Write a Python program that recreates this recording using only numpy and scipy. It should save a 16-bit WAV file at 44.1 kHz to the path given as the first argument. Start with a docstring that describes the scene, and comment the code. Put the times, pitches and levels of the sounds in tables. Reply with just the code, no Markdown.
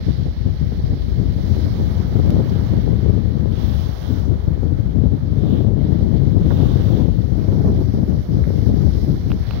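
"""Rough surf runs against a low seawall on a windy beach. From the start, gusts buffet the two ports of a
hand-held microphone, the left hardest, while waves roar, burst into spray and leave fizzing foam, louder
on the right. A drop of spray ticks on the housing at 2.3 s, and from 3.6 s sheets of spray splash down.
Two dull slaps come at 6.5 s, then the microphone turns toward the foam and the fizz rises on the right.
Near the end the housing knocks and clicks in the hand."""
import sys
import numpy as np
from scipy import signal
from scipy.fft import rfft, irfft
from scipy.io import wavfile
from scipy.ndimage import uniform_filter1d, map_coordinates

SR = 44100
rng = np.random.default_rng(int(sys.argv[2]) if len(sys.argv) > 2 else 0)


def generate_wav(sig):
    """Save sig (samples, or channels by samples) to the path in sys.argv[1] as 16-bit PCM at SR."""
    pcm = np.round(np.clip(np.atleast_2d(sig).T, -1, 1) * 32767).astype(np.int16)
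    wavfile.write(sys.argv[1], SR, pcm)


N = 423360

# the bed of wind, around its usual strength: (time [s], left flow [dB], right flow [dB])
BREEZE = [(0.0, -7, -1.0), (1.1, -4.5, -2), (2.0, -4, 1), (2.8, -4.5, 1.0), (3.45, -0.5, -7.5),
          (4.1, -5.0, -7.5), (4.7, -3.5, -4.5), (5.7, 1, -5), (6.7, 3, 1.5), (7.28, -2, -7.5),
          (7.7, -2.5, 1), (8.2, -2, 1), (8.8, 2.5, -1.5), (9.2, -4.5, 1.5), (9.6, -4.5, 2.5)]
# gusts (+) and lulls (-) riding on it: (middle [s], length [s], left flow [dB], right flow [dB])
GUSTS = [(0.332, .2, -6, 0), (0.579, 0.081, -7, -2), (0.88, .38, -1, 4.5), (1.231, 0.26, 4, 2),
         (1.591, 0.26, 5, 0), (1.836, 0.17, 4, 2), (2.33, 0.32, 7.5, 6.5), (3.107, 0.4, 4.5, 0),
         (3.951, 0.26, -11, 0), (4.29, .2, 4, 1), (4.409, .14, -6, 0), (4.999, 0.19, 7.5, -1),
         (5.21, .12, -8, 2), (5.53, 0.48, 3, 7.5), (5.683, .14, 1.5, -9), (6.17, .3, 1.5, -4),
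         (6.998, 0.33, 4.5, 0), (7.66, 0.47, 5, 8.5), (8.055, 0.064, -9, 0), (8.245, .12, -17, -1),
         (8.38, .16, 3, 6), (9.462, 0.15, -7, -9)]
# bite, the extra eddy speed from the wind's angle: (time [s], left speed [dB], right speed [dB])
BITE = [(0, -1.5, -0.08), (1.7, -0.3459, 1.29), (2.3, 0.5, 0.1), (3.6, -0.33, 0.32), (5.2, -1.14, -0.95),
        (5.5, 1.2, 0.58), (6.2, 0.05, -0.03), (7.7, 1.83, 0.3), (8.6, -0.04, 1.23), (9.6, -1.76, -.5)]
# eddy rumble at each port in the usual wind: (frequency [Hz], level [dB per Hz])
EDDIES_LEFT = [(50, -33), (90, -32), (140, -36.5), (210, -43), (320, -50), (500, -61.5), (800, -77),
               (1500, -102), (4000, -130)]
EDDIES_RIGHT = [(50, -44), (100, -48), (200, -56), (320, -62), (500, -70.5), (800, -87.5), (1500, -99),
                (4000, -125)]
# large eddies thumping on each port: (time [s], length [s], flow above the gust [dB])
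BUFFETS_LEFT = [(0.06, 0.041, 8.0), (0.18, 0.078, 3.5), (0.45, 0.034, 10), (0.6, 0.07, 4),
                (0.835, 0.015, 4), (0.897, 0.025, 5.5), (1.15, 0.067, 2.5), (1.487, 0.031, 5),
                (1.97, 0.055, 3), (2.147, 0.059, 7), (2.35, 0.06, 4), (2.51, 0.079, 5.0), (2.69, 0.098, 5),
                (2.835, 0.12, 6.0), (3.04, 0.055, 3.5), (3.89, 0.019, 5), (4.085, 0.095, 6),
                (4.277, 0.044, 3.5), (4.47, 0.037, 6.0), (4.627, 0.11, 4.5), (4.785, 0.019, 6),
                (5.02, 0.057, 3.5), (5.115, 0.0413, 4.5), (6.343, 0.025, 5.0), (6.59, 0.05, 3),
                (7.487, 0.046, 2.5), (7.94, 0.091, 3.5), (8.09, 0.11, 3), (8.66, 0.039, 4),
                (8.82, 0.062, 4), (9.04, 0.09, 5), (9.26, 0.072, 6.0), (9.397, 0.03, 5.5)]
BUFFETS_RIGHT = [(0.08, 0.028, 8.0), (0.262, 0.0252, 6), (0.74, 0.075, 2.5), (0.92, 0.023, 5),
                 (1.33, 0.06, 4), (1.647, 0.06, 3.5), (1.77, 0.042, 5), (2.12, 0.031, 6),
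                 (2.727, 0.026, 8.5), (4.34, 0.055, 8), (4.465, 0.039, 7), (4.83, 0.076, 4.5),
                 (5.1, 0.22, 5), (5.84, 0.032, 8), (6.005, 0.025, 10.5), (6.39, 0.08, 6.0),
                 (6.553, 0.12, 3.5), (6.785, 0.019, 6), (7.413, 0.11, 3.5), (7.655, 0.042, 5),
                 (7.945, 0.02, 7), (8.69, 0.047, 6.5), (9.03, 0.14, 4)]
# the tone of the sea at each port: (frequency [Hz], level [dB per Hz])
SEA_LEFT = [(100, -80.5), (500, -71), (1000, -86.5), (1500, -91.5), (2300, -99), (2850, -99), (3200, -103),
            (5200, -103), (6300, -116), (7500, -127), (9100, -127), (10800, -107), (13500, -102),
            (15700, -92)]
SEA_RIGHT = [(100, -67.5), (500, -67.5), (1150, -78.5), (2150, -83.5), (2620, -93), (3100, -84.5),
             (4100, -84.5), (5700, -90.5), (6800, -99), (7600, -116), (8900, -112), (9900, -102.3),
             (13000, -104.4), (15700, -110)]
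# how alike the ports hear the sea: (frequency [Hz], correlation [0-1])
SEA_LIKENESS = [(500, 0), (2000, .35), (3100, 0.1), (5000, 0.8), (6500, 0), (12000, .05)]
# the wash between waves, as rides that sea() scales per port: (time [s], roar [dB], spray [dB], fizz [dB])
WASH = [(0, -5, 2, -3), (1.3, -2.5, 3.5, 1), (2.85, 2, 6, 0.5), (3.4, 1, 0.5, -2), (4.4, 1, -2.5, -2),
        (5.05, -1.5, -4, -4), (5.9, 0.5, 3, -1.5), (6.4, -2, 0, -0.5), (7.15, -2.5, 0.5, 0),
        (7.55, 1.5, -1, -1), (8.15, -3, -3, -2), (9.6, -1.6, 2, -0.5)]
# waves breaking on the wall, added to those rides:
# (time [s], length [s], roar [dB], spray [dB], fizz [dB], fizz left minus right [dB])
WAVES = [(0.0, 0.096, 4.5, 6, 3, -4), (1.43, 0.37, 4, 2.5, 4, -1), (1.901, 0.76, 4.5, 1.5, 3, 0),
         (3.54, 0.6, 3.5, 6, 8.5, 0), (5.422, 0.19, 2, -1.5, 3, 2), (6.47, 0.45, 7.5, 4.5, 6, 0),
         (8.416, 0.48, 1, 2, 0.8, -2.5), (8.946, 0.08, 1, 0, 2.5, 0), (9.46, 0.2, 5, 8, 2.5, 6)]
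# fresh foam sizzling up: (peak [s], half length [s], level [dB])
SIZZLES = [(.05, 0.38, -3), (.95, 0.58, -4.5), (1.63, 0.17, -1), (3.82, .17, -4), (8.98, .12, -3),
           (9.52, .06, 0)]
# its bright hiss: (frequency [Hz], level [dB per Hz])
SIZZLE_HISS = [(2800, -108), (4000, -78.5), (5400, -84), (6400, -104), (7500, -122)]
# small, tight eddies thudding into each port: (time [s], level [dB])
THUDS_LEFT = [(0.256, -17), (0.472, -17), (0.721, -13.5), (1.213, -12), (1.566, -12), (1.819, -12),
              (2.155, -6), (2.198, -12), (2.36, -13), (2.403, -5), (2.877, -9), (3.059, -8), (3.177, -11),
              (3.457, -9), (4.576, -13), (4.632, -13), (5.479, -9.5), (6.42, -12), (6.756, -8),
              (7.985, -11), (8.504, -7)]
THUDS_RIGHT = [(1.799, -8), (2.458, -10), (2.737, -10), (7.531, -13), (7.681, -10.5), (7.791, -4),
               (7.821, -13.5), (8.126, -13), (9.301, -10)]
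# a drop of spray landing by the right port: (time [s], strike level [dB])
DROPS = [(2.305, -5.5)]
# sheets of spray coming down by the wall: (peak [s], half length [s], level [dB])
SPLASHES = [(3.6, 0.089, 0), (3.783, 0.14, 1), (4.07, 0.094, -1), (5.532, 0.12, 1.5), (6.62, 0.2, 2),
            (6.94, 0.16, 0)]
# their narrow hiss: (frequency [Hz], level [dB per Hz])
SPLASH_HISS = [(1500, -115), (2700, -84.5), (3100, -79.5), (3600, -77), (4400, -90.5), (7000, -115)]
# short slaps on the right: (time [s], level [dB])
SLAPS = [(6.503, 4.5), (6.599, -4)]
# their dull tone: (frequency [Hz], level [dB per Hz])
SLAP_COLOUR = [(100, -53), (600, -51.5), (1650, -66.5), (2800, -89), (7000, -115)]
# EQ on the right port once it faces the foam: (frequency [Hz], gain [dB])
TURN_EQ = [(1500, 1), (2050, 1.5), (2900, 0), (4200, 0.5), (5400, 1), (7000, -3.5), (10500, -1),
           (12000, 2.5)]
# soft knocks by the right port: (time [s], strike level [dB])
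KNOCKS = [(8.4395, -33.5), (8.452, -39)]
# their ring: (frequency [Hz], gain [dB], t60 [s])
KNOCK_MODES = [(1341, 2, 0.017), (1720, 1, 0.014), (2120, 2, .02)]
# clicks of the housing: (time [s], left strike level [dB], right strike level [dB])
CLICKS = [(9.304, -27, -27), (9.3174, -19, -17), (9.5093, -23, -16.5), (9.5346, -33.5, -26)]
# the ring of its plastic shell: (frequency [Hz], gain [dB], t60 [s])
SHELL_MODES = [(1297, 5, 0.0026), (1683, -1, 0.0032), (2666, -4.5, 0.0043), (3500, -26, .003)]

TIME, FREQS = np.arange(N) / SR, np.fft.rfftfreq(N, 1 / SR)


def from_db(db):
    """Decibels to gain."""
    return 10 ** (np.asarray(db) / 20)


def in_time(rows):
    """One automation lane per column, in straight lines between the points."""
    times, *columns = np.transpose(rows)
    return [np.interp(TIME, times, column) for column in columns]


def hump(middle_s, length_s):
    """A smooth swell from 0 to 1 and back."""
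    return np.cos(np.pi * np.clip((TIME - middle_s) / length_s, -.5, .5)) ** 2


def ramp(start_s, length_s):
    """A smooth fade from 0 to 1."""
    part = np.linspace(0, 1, 17)
    return np.interp(TIME, start_s + length_s * part, np.sin(np.pi / 2 * part) ** 2)


def held(time_s, length_s, attack_s, fade_s):
    """An envelope that rises around time_s, holds and releases."""
    return ramp(time_s - attack_s / 2, attack_s) * (1 - ramp(time_s + length_s, fade_s))


def butter(x, hz, kind, order=2):
    """A causal Butterworth filter."""
    return signal.sosfilt(signal.butter(order, hz, kind, fs=SR, output="sos"), x)


def drift(rate):
    """A random wobble of spread 1 that moves about `rate` times a second."""
    spectrum = rfft(rng.standard_normal(N))
    wobble = irfft(spectrum * FREQS / (FREQS + rate / 10) / (1 + (FREQS / rate) ** 2), N)
    return wobble / wobble.std()


def colour(white, spectrum):
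    """Shapes white noise of rms 1 to a spectrum in dB per Hz."""
    hz, level_db = np.transpose(spectrum)
    curve_db = np.interp(np.log(FREQS + 1), np.log(hz), level_db)
    return irfft(rfft(white) * from_db(curve_db), N) * np.sqrt(SR / 2)


def strikes(times, levels_db):
    """One impulse at each time."""
    out = np.zeros(N)
    out[np.round(times * SR).astype(int)] = from_db(levels_db)
    return out


def puffs(times, sizes, fade_s):
    """Pulses that rise within milliseconds and die away."""
    hits = np.bincount(np.round(times * SR).astype(int), sizes, N)
    tails = signal.lfilter([1], [1, -np.exp(-1 / (fade_s * SR))], hits)
    return butter(tails, 140, "low")


def ring(hits, hz, t60):
    """A unit impulse sets off a decaying sine of height 1."""
    decay, step = np.exp(-np.log(1000) / (t60 * SR)), 2 * np.pi * hz / SR
    return signal.lfilter([0, np.sin(step)], [1, -2 * decay * np.cos(step), decay ** 2], hits + 1e-18)


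def resonate(hits, modes):
    """A struck body rings in all its modes, in alternating polarity."""
    return sum(from_db(db) * ring(hits, hz, t60) * (-1) ** k for k, (hz, db, t60) in enumerate(modes))


def wind(flow_db, bite_db, eddies, lumps, flutter, push, hurry, steadying):
    """Faster air presses harder (push) and sweeps eddies by sooner (hurry): gusts are loud and bright."""
    turbulence_db = sum(depth_db * drift(rate) for depth_db, rate in (lumps, flutter))
    turbulence_db *= from_db(-steadying * flow_db)  # light air is fitful, a strong blow is steadier
    flow_db = flow_db + 7 * np.tanh(turbulence_db / 7)  # swings by 7 dB at most
    travelled = np.cumsum(from_db(hurry * flow_db + bite_db))
    rumble = colour(rng.standard_normal(N), eddies)
    power = uniform_filter1d(butter(rumble, 50, "high") ** 2, size=SR // 12, mode="wrap")
    rumble *= (power.mean() / power) ** .3  # compressed into a nearly unbroken stream
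    swept = map_coordinates(rumble, [travelled % (N - 1)], order=3, mode="wrap")
    return from_db(push * flow_db) * swept


def buffets(rows, attack_s=0.0097, fade_s=.025, kick=.4):
    """Each large eddy hits a port with a kick, presses for a moment and slides off; extra flow in dB."""
    times, _, flows_db = np.transpose(rows)
    pressing_db = sum(db * held(s, length_s, attack_s, fade_s) for s, length_s, db in rows)
    return pressing_db + puffs(times, kick * flows_db, attack_s)


def waves():
    """Waves fold over fast and drain a little slower; rides for roar, spray, left and right fizz."""
    roar, spray, fizz = in_time(WASH)
    pan = -1.5  # dB left minus right: the foam of the wash sits a little to the right
    for s, length_s, roar_db, spray_db, fizz_db, pan_db in WAVES:
        breaking = held(s, length_s, attack_s=0.18, fade_s=0.2)
        roar, spray = roar + roar_db * breaking, spray + spray_db * breaking
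        fizz, pan = fizz + fizz_db * breaking, pan + pan_db * breaking
    return roar, spray, fizz + pan / 2, fizz - pan / 2


def bubbles(per_s_at_1khz=120, size_db=3.0, cycles=7.6, near_share=0.23, churn_db=1.14):
    """Near bubbles and droplets ring a few cycles over the rush of countless far ones; roughly white."""
    edges_hz = np.geomspace(90, 16000, 17)
    white, out, surge = rng.standard_normal((2, N)), np.zeros(N), drift(15)
    for k, (low, high) in enumerate(zip(edges_hz, edges_hz[1:])):
        rush = butter(white[k % 2], [low, high], "band")
        grains = np.zeros(N)
        for hz in np.geomspace(low, high, 5)[1::2]:
            count = int(per_s_at_1khz * np.sqrt(hz / 1000) * N / SR) + 1  # more small than large
            when, size, sign = rng.random((count, 3)).T
            pops = from_db(-size_db * np.log(np.maximum(size, .01))) * np.sign(sign - .5)
            grains += ring(np.bincount((when * N).astype(int), pops, N), hz, cycles / hz)
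        grains = butter(grains, low / 2, "high")
        band = np.sqrt(1 - near_share) * rush + np.sqrt(near_share) * grains * rush.std() / grains.std()
        out += band * from_db(churn_db * (0.37 * surge + drift(8.9)))
    return out


def wide_water(lag_s=.00051):
    """The right port hears its own stretch of surf and, a moment late, some of the left one's."""
    left, own = bubbles(), bubbles()
    alike = np.interp(FREQS, *np.transpose(SEA_LIKENESS))
    late = rfft(left) * np.exp(-2j * np.pi * FREQS * lag_s)
    return left, irfft(alike * late + np.sqrt(1 - alike ** 2) * rfft(own), N)


def surf(texture, spectrum, roar_db, spray_db, fizz_db, crossovers_hz):
    """Four bands, low to high: big bubbles roar, falling spray hisses, foam fizzes, finest foam on top."""
    water = rfft(colour(texture, spectrum))
    lowpasses = [1 / (1 + (FREQS / hz) ** 10) for hz in crossovers_hz]
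    bands = np.diff(lowpasses, axis=0, prepend=0, append=1)
    rides_db = [roar_db, spray_db, fizz_db, 1.35 * fizz_db]  # the finest foam swells most when fresh
    return sum(irfft(water * band, N) * from_db(db) for band, db in zip(bands, rides_db))


def sea(turned, turn_fizz_db=5):
    """The waves play on the surf at both ports; the right gains fizz as it turns toward the foam."""
    roar, spray, fizz_left, fizz_right = waves()
    fizz_right += turn_fizz_db * turned
    left, right = wide_water()
    return np.array([
        surf(left, SEA_LEFT, 0.76 * roar, .4 * spray + 0.74 * fizz_left, fizz_left, (2500, 8000, 14200)),
        surf(right, SEA_RIGHT, roar, 0.73 * spray, fizz_right, (1600, 4840, 14200))])


def foam_and_spray(rows, hiss, patter_db):
    """Fresh foam or thrown water rises and falls in swells of pattering hiss."""
    swell = sum(from_db(db) * np.exp(-((TIME - s) / half_s) ** 2) for s, half_s, db in rows)
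    patter = rng.standard_normal(N) * from_db(patter_db * drift(150))
    return swell * colour(patter, hiss)


def thuds(rows, hz=396, t60=0.014):
    """Each tight eddy pushes or pulls at a port: one heavily damped swing at a pitch of its own."""
    chance = rng.uniform(-1.2, 1, (len(rows), 2))
    swings = sum(np.sign(polarity) * ring(strikes(s, db), hz * from_db(2 * detune), t60)
                 for (s, db), (detune, polarity) in zip(rows, chance))
    return butter(swings, 1000, "low", order=4)


def drop():
    """A landing drop is one bright, dry tick, scooped out where the port is deaf."""
    tick = butter(strikes(*np.transpose(DROPS)), 1800, "high")
    hollow = butter(tick, [6300, 10200], "bandstop")
    return butter(hollow, 4500, "low", order=1)


def slaps():
    """Dull bursts of noise that start at once and are gone in a few hundredths of a second."""
    times, levels_db = np.transpose(SLAPS)
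    return puffs(times, from_db(levels_db), fade_s=0.013) * colour(rng.standard_normal(N), SLAP_COLOUR)


def face_foam(water, turned):
    """The sea's tone shifts as the port swings round to face the foam."""
    eq_db = np.interp(FREQS, *np.transpose(TURN_EQ))
    faced = irfft(rfft(water) * from_db(eq_db), N)
    return water + turned * (faced - water)


def knocks():
    """A padded knock and its rebound give the housing a dull ring."""
    taps = butter(strikes(*np.transpose(KNOCKS)), 2600, "low", order=4)
    return resonate(taps, KNOCK_MODES)


def housing_clicks():
    """Short clicks ring the plastic shell by both ports, under a thin, hard edge."""
    times, *sides_db = np.transpose(CLICKS)
    hits = np.array([strikes(times, side_db) for side_db in sides_db])
    shell = resonate(butter(hits, 5200, "low", order=4), SHELL_MODES)
    edge = butter(hits, 12000, "high", order=4)
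    return shell + from_db(-8) * edge


def scene():
    """The stereo mix: each port has its own wind and its own share of the wide sea."""
    gusts_db = sum(np.outer(sides_db, hump(s, length_s)) for s, length_s, *sides_db in GUSTS)
    flow_left, flow_right = np.array(in_time(BREEZE)) + gusts_db
    bite_left, bite_right = in_time(BITE)
    air = np.array([  # lumps and flutter: (flow depth in the usual wind [dB], rate [Hz])
        wind(flow_left + buffets(BUFFETS_LEFT), bite_left, EDDIES_LEFT,
             lumps=(1.9652, 27.6), flutter=(2.0, 77.0), push=0.63, hurry=.34, steadying=0.349),
        wind(flow_right + buffets(BUFFETS_RIGHT), bite_right, EDDIES_RIGHT,
             lumps=(1.48, 17.96), flutter=(2.5, 75.8), push=0.76, hurry=.3, steadying=0.079)])
    air += [thuds(THUDS_LEFT), thuds(THUDS_RIGHT)]
    turned = ramp(start_s=7.115, length_s=0.55)
    water = sea(turned)
    water[1] = face_foam(water[1], turned)
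    water *= from_db(-4 * hump(middle_s=5.72, length_s=0.33))  # the sea dips briefly after one wave
    splashes = foam_and_spray(SPLASHES, SPLASH_HISS, patter_db=1.5)
    sizzles = foam_and_spray(SIZZLES, SIZZLE_HISS, patter_db=1.3)
    mix = air + water + housing_clicks()
    mix[1] += sizzles + drop() + splashes + slaps() + knocks()  # hard right
    return mix


def record(dry):
    """The microphone sheds the deepest rumble, rounds the peaks and cuts the top; the ends are soft."""
    x = butter(dry, 51.2, "high", order=6)
    x = x / (1 + (x / .97) ** 4) ** .25  # soft clip
    x = x * signal.windows.tukey(N, .001)
    return signal.sosfilt(signal.ellip(12, .1, 80, 15800, fs=SR, output="sos"), x)


dry = scene()
out = record(dry)
generate_wav(out)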